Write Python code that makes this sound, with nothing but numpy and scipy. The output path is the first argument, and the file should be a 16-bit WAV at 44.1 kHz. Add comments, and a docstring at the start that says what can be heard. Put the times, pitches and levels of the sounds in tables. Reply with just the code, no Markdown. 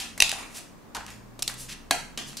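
"""A small, fairly live room, with a stereo microphone on playing cards tossed onto a wooden table.
The cards slide, tap down and clip things with their edges; one pushes out a low puff of air and
one slaps a card box. Each contact is a burst of tiny impacts that drives resonances and echoes
round the room. Underneath lie quiet room noise, a deep rumble and a faint hum that rises like
an engine in the distance."""
import sys
import numpy as np
from scipy import signal
from scipy.fft import rfft, irfft
from scipy.io import wavfile
from scipy.ndimage import uniform_filter1d

SR = 44100
rng = np.random.default_rng(int(sys.argv[2]) if len(sys.argv) > 2 else 0)


def digitize_waveform(pressure):
    """Quantize a signal to 16-bit integers and store it at the path in sys.argv[1].

    Rows of a 2-D input are taken as channels; values are limited to [-1, 1].
    """
    field = np.atleast_2d(pressure).T
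    bounded = np.clip(field, -1, 1)
    quanta = np.round(bounded * 32767).astype(np.int16)
    wavfile.write(sys.argv[1], SR, quanta)


N = 105840


def amp(db):
    """Decibels to gain."""
    return 10 ** (np.asarray(db) / 20)


def unit(x):
    """Scales to rms 1."""
    return x / np.sqrt(np.mean(x ** 2) + 1e-20)


def curve(points, hz):
    """Reads a table on a log-frequency axis."""
    f, value = np.transpose(points)
    return np.interp(np.log(hz + 1), np.log(f + 1), value)


def add(mix, start, sound):
    """Mixes a sound in, start seconds from the beginning."""
    part = mix[:, round(start * SR):][:, :sound.shape[1]]
    part += sound[:, :part.shape[1]]


def spread(mid, side, width):
    """Left and right from a shared and an unshared part."""
    return np.array([mid + width * side, mid - width * side]) / np.sqrt(1 + width ** 2)


def causal(db):
    """The minimum-phase response with these gains, from 0 Hz to half the sample rate."""
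    cepstrum = irfft(np.log(amp(db)))
    half = len(cepstrum) // 2
    cepstrum[1:half] *= 2
    cepstrum[half + 1:] = 0
    return np.exp(rfft(cepstrum))


def colour(x, points, size=2048):
    """Filters by a table of (frequency [Hz], gain [dB])."""
    impulse = irfft(causal(curve(points, np.fft.rfftfreq(size, 1 / SR))))
    return signal.fftconvolve(x, impulse[None, :size // 2], axes=1)


# The room's own noise: (frequency [Hz], relative density [dB])
ROOM_TONE_SPECTRUM = [(12, -35), (20, 6.5), (74, -8.5), (215, 4.5), (377, -5.5), (697, -9), (1120, -10),
                      (1320, -13), (2590, -21.5), (2980, -24), (6700, -27), (10200, -31), (16000, -31)]
# Its width at the microphone: (frequency [Hz], side over mid [ratio])
ROOM_TONE_WIDTH = [(30, .3), (120, 0.92), (300, 0.82), (1000, 0.78), (10000, 1)]
def room_tone(level_db=-49):
    """Steady noise all round the microphone, nearly mono in the deep bass."""
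    hz = np.fft.rfftfreq(N, 1 / SR)
    mid, side = rfft(rng.standard_normal((2, N)))
    spectrum = spread(mid, side, curve(ROOM_TONE_WIDTH, hz)) * amp(curve(ROOM_TONE_SPECTRUM, hz))
    return amp(level_db) * unit(irfft(spectrum, N))


# Hum from far off: (time [s], pitch [Hz], fundamental level [dB], octave level [dB])
ENGINE_HUM = [(0., 44.43, -60.5, -61), (.8, 45.64, -86.5, -69.5), (.98, 51.9, -52, -59),
              (1.2, 57.16, -59, -54), (1.4, 58.8, -70.5, -56.5), (1.68, 64, -57, -51.5),
              (1.9, 67.24, -58.5, -85), (2.15, 69.6, -59, -62), (2.3, 70.76, -74, -50.5),
              (2.4, 68.4, -75, -65)]
# The rumble beneath it: (time [s], level [dB])
RUMBLE = [(0., -69.5), (1.2, -67), (1.4, -53.5), (2.2, -53.5), (2.4, -81)]
def far_engine(rumble_hz=25.5):
    """A distant engine slowly speeds up over a deep tone that swells and fades."""
    t = np.arange(N) / SR
    times, *columns = np.transpose(ENGINE_HUM)
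    hz, fundamental_db, octave_db = (np.interp(t, times, column) for column in columns)
    phase = 2 * np.pi * np.cumsum(hz) / SR
    hum = amp(fundamental_db) * np.sin(phase) + amp(octave_db) * np.sin(2 * phase)
    rumble = amp(np.interp(t, *np.transpose(RUMBLE))) * np.sin(2 * np.pi * rumble_hz * t)
    return np.sqrt(2) * (hum + rumble)


def crackle(envelope, evenness):
    """Tiny impacts as noise under an envelope; evenness 0 keeps their chance colour, 1 flattens it."""
    spectrum = rfft(rng.standard_normal(len(envelope)) * envelope)
    noise = irfft(spectrum / (abs(spectrum) + 1e-9) ** evenness, len(envelope))
    local_rms = np.sqrt(abs(uniform_filter1d(noise ** 2, size=48)) + 1e-16)
    return noise * envelope / local_rms


# The five bands in which each contact's levels are given: (frequency [Hz])
BANDS_HZ = [250, 800, 1700, 3500, 9000]
# Width of the sound coming straight to the microphone: (frequency [Hz], side over mid [ratio])
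DIRECT_WIDTH = [(300, .2), (3000, 0.11), (7000, 0.18), (12000, 0.62)]
def contact(rise, decay, send_db, bands_db, modes, ringing=1, grain_db=0, size=8192):
    """Dense micro-impacts build up, die away and drive resonances. Rows: left, right, room send."""
    t, hz = np.arange(size) / SR, np.fft.rfftfreq(size, 1 / SR)
    envelope = np.minimum(t / rise, 1) * np.exp(-np.maximum(t - rise, 0) / decay)
    grain = unit(uniform_filter1d(rng.standard_normal(size), int(0.0012 * SR)))  # 1.2 ms roughness
    envelope *= unit(amp(grain_db * grain))
    # The room averages over all directions, so chance colours its share less.
    mid, side, off_axis = rfft([crackle(envelope, evenness) for evenness in (0.28, 0.28, 0.65)])
    likeness = 0.44  # between the sound sent into the room and the sound facing the microphone
    scattered = likeness * mid + np.sqrt(1 - likeness ** 2) * off_axis
    body_db = curve(list(zip(BANDS_HZ, bands_db)), hz)
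    modes_db = ringing * sum(db / (1 + (2 * (hz - f) / width) ** 2) for f, width, db in modes)
    direct = spread(mid, side, curve(DIRECT_WIDTH, hz)) * causal(body_db + modes_db)
    send = amp(send_db) * scattered * causal(body_db + 0.8 * modes_db)  # rings less in the room
    return irfft(np.vstack([direct, send]))


# A card's resonances: (frequency [Hz], width [Hz], boost at full ringing [dB])
CARD_MODES = [(1910, 220, 13), (2654, 590, 21.5), (3730, 400, 9), (4890, 320, 12), (6010, 330, 13.5),
              (8850, 700, 3.5), (10750, 900, 10.5)]
# Slides across the table: (time [s], rise [s], decay [s], room send [dB], five band levels [dB])
SLIDES = [ (0., 0.00067, 0.016, 5, -38, -32, -31, -25.5, -28.5),
          (0.441, 0.093, 0.033, 8, -46, -50, -53, -55, -49.5),
          (.542, 0.0076, .008, -1, -45, -46, -42, -41, -42),
          (.538, 0.041, 0.015, -1, -38, -37, -38.5, -36, -31),
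          (1.070, 0.019, 0.033, -15, -55.5, -35, -38, -42.5, -48),
          (1.482, .014, 0.021, -3.5, -48, -28.5, -28.5, -38.5, -32),
          (1.564, 0.047, 0.035, -1, -42, -53, -48.5, -41, -32.5),
          (1.680, 0.021, 0.017, 0, -58, -48, -32, -33, -36.5),
          (1.707, 0.021, 0.01, -7.5, -38, -47, -35, -33, -37),
          (2.255, 0.034, 0.018, 3.5, -36.5, -46, -52, -42, -39.5)]
def card_slides():
    """Cards swish over the wood with a rough friction that barely rings them."""
    mix = np.zeros((3, N))
    for start, rise, decay, send_db, *bands_db in SLIDES:
        swish = contact(rise, decay, send_db, bands_db, CARD_MODES, ringing=0.18, grain_db=2, size=10240)
        add(mix, start, swish)
    return mix


# How long the small room rings: (frequency [Hz], time to fall 60 dB [s])
ROOM_T60 = [(150, .6), (500, 0.28), (1400, 0.52), (3700, 0.41), (9000, 0.42), (15000, 0.28)]
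# Tone of its echo: (frequency [Hz], gain [dB])
ROOM_COLOUR = [(100, 1.5), (400, 0.5), (1000, -0.5), (2500, -0.5), (6000, -3.5), (10000, -6), (15000, -6.5)]
def room_echo(send, build_s=0.01):
    """Reflections reach the microphone as a diffuse tail that dies at its own speed in each band."""
    hz, t, noise = signal.stft(rng.standard_normal((2, SR)), SR, nperseg=256)
    decay = amp(-60 * t / curve(ROOM_T60, hz)[:, None])
    _, tail = signal.istft(noise * decay, SR, nperseg=256)
    tail *= np.minimum(np.arange(tail.shape[1]) / SR / build_s, 1)
    tail = spread(*tail, width=0.59) / np.linalg.norm(tail[0])
    return signal.fftconvolve(send[None], colour(tail, ROOM_COLOUR), axes=1)[:, :N]


# Landings on the table: (time [s], rise [s], decay [s], room send [dB], five band levels [dB],
# resonance [Hz], boost [dB])
TAPS = [ (0.1775, 0.000075, 0.0055, -1, -27, -25.5, -28.5, -32.5, -27, 2100, 7.9),
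        (0.3254, 0.0026, 0.0026, -2.5, -23.5, -18, -19, -49, -43, 834, 8.9),
        (.3745, 0.0015, 0.0012, 35.5, -57, -48.5, -54, -60.5, -54.5, 2550, 3.7),
        (0.4183, 0.00074, 0.0031, 16, -36.5, -34.5, -40, -45, -45.5, 2310, 13),
        (.9475, .001, 0.01, 0, -38, -25.5, -25.5, -24.5, -28, 974, 15.3),
        (0.957, 0.0013, 0.0024, -2, -45, -17, -25, -40.5, -43.5, 1530, 15.4),
        (0.9669, .001, 0.0024, -9, -34.5, -22, -25, -25.5, -28, 1500, 11),
        (0.97, 0.004, 0.0072, -3.5, -24.5, -20.5, -29, -41, -54, 970, 7),
        (1.004, .003, 0.0073, -9, -49, -29, -32, -39, -61, 1540, 5.1),
        (1.0646, 0.00062, 0.0016, 3, -54, -39, -38, -32, -30.5, 2600, 5.3),
        (1.0802, 0.00078, 0.003, -18, -34, -32, -27, -33, -66, 1520, 3),
        (1.1033, .0003, 0.0025, 6, -54, -62, -33, -36.5, -33, 2550, 4.6),
        (1.3917, 0.0004, 0.0085, -7.5, -23, -29, -34.5, -34.5, -33, 3660, 4.2),
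        (1.4230, 0.00019, 0.003, -8.5, -29, -20.5, -28, -13.5, -13.5, 5400, 6.2),
        (1.427, 0.0013, 0.0017, -6, -43, -37, -26, -23, -14, 2660, 11.4),
        (1.4763, 0.0024, 0.0033, -6, -26, -27.5, -23.5, -16.5, -16, 4200, 11),
        (1.5405, 0.00041, 0.0046, -13, -58, -50, -46, -44, -31.5, 4140, 3.2),
        (2.1753, 0.0001, 0.0082, 3.5, -19.5, -28.5, -25.5, -19, -26.5, 365, 11),
        (2.3290, 0.0017, 0.0034, -1, -47, -37, -34, -36, -44, 2560, 4),
        (2.3696, 0.00032, 0.0056, 4.5, -26, -45, -35, -28, -25, 4730, 8)]
def card_taps(q=4.8):
    """Cards tap and flop on the wood, each landing with one resonance."""
    mix = np.zeros((3, N))
    for start, rise, decay, send_db, *bands_db, hz, boost_db in TAPS:
        add(mix, start, contact(rise, decay, send_db, bands_db, [(hz, hz / q, boost_db)], size=4096))
    return mix


# Edge clicks: (time [s], rise [s], decay [s], room send [dB], five band levels [dB], ringing [share])
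EDGE_HITS = [ (.2012, .003, 0.0013, -2, -17.5, -14.5, -21.5, -11.5, -8.5, 1.),
             (.2222, 0.00014, 0.0023, -4, -11, -7, -8.5, -4, -6, 0.83),
             (.2930, 0.00035, 0.0029, -3, -37, -22, -28, -15, -20.5, 0.62),
             (.3155, .001, 0.0017, 0, -20, -24, -17, -16.5, -15.5, 0.15)]
def edge_clicks():
    """A card's edge strikes something hard and the card rings."""
    mix = np.zeros((3, N))
    for start, rise, decay, send_db, *bands_db, ringing in EDGE_HITS:
        add(mix, start, contact(rise, decay, send_db, bands_db, CARD_MODES, ringing))
    return mix


def air_puff(start_s=0.2225, length_s=0.0074, gain_db=-28.5):
    """A low push of air from under a card reaches the microphone, then a weaker suction."""
    age = np.maximum(np.arange(N) / SR - start_s, 0) / length_s
    return amp(gain_db) * age * (2 - age) * np.exp(-age)


# Resonances the slap rings, the table's below 300 Hz and the card box's above: (frequency [Hz], width [Hz],
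# boost at full ringing [dB])
SLAP_MODES = [(154, 32, 14.3), (279.4, 30, 14), (710, 270, 12.3), (1040, 160, 6.5), (1658, 106, 14),
              (2136, 60, 12.5), (2550, 220, 11.6), (3270, 280, 13), (3930, 300, 10), (4450, 150, 11)]
# On the box: (time [s], rise [s], decay [s], room send [dB], five band levels [dB], ringing [share])
BOX_HITS = [(1.9082, .0019, 0.0038, -0.72, -13, -10, -10, -13.5, -9.5, 0.93)]
def box_slap():
    """A card slaps the card box and rings both the box and the table beneath it."""
    mix = np.zeros((3, N))
    for start, rise, decay, send_db, *bands_db, ringing in BOX_HITS:
        add(mix, start, contact(rise, decay, send_db, bands_db, SLAP_MODES, ringing))
    return mix


# The microphone's response to the contacts and their echo: (frequency [Hz], gain [dB])
MIC_RESPONSE = [(20, -4.5), (7000, 0), (11000, -4), (13000, -10), (15500, -19.5)]
def scene():
    """At the microphone: the cards, their echo and the quiet background."""
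    cards = edge_clicks() + box_slap() + card_taps() + card_slides()
    direct, send = cards[:2], cards[2]
    picked_up = colour(direct + room_echo(send), MIC_RESPONSE)[:, :N]
    return picked_up + air_puff() + room_tone() + far_engine()


def record(dry):
    """Peaks clip at full scale, then the top treble is cut off."""
    lowpass = signal.firwin(511, 15750, window=("kaiser", 9), fs=SR)
    return signal.oaconvolve(np.clip(dry, -1, 1), lowpass[None], "same")


dry = scene()
out = record(dry)
digitize_waveform(out)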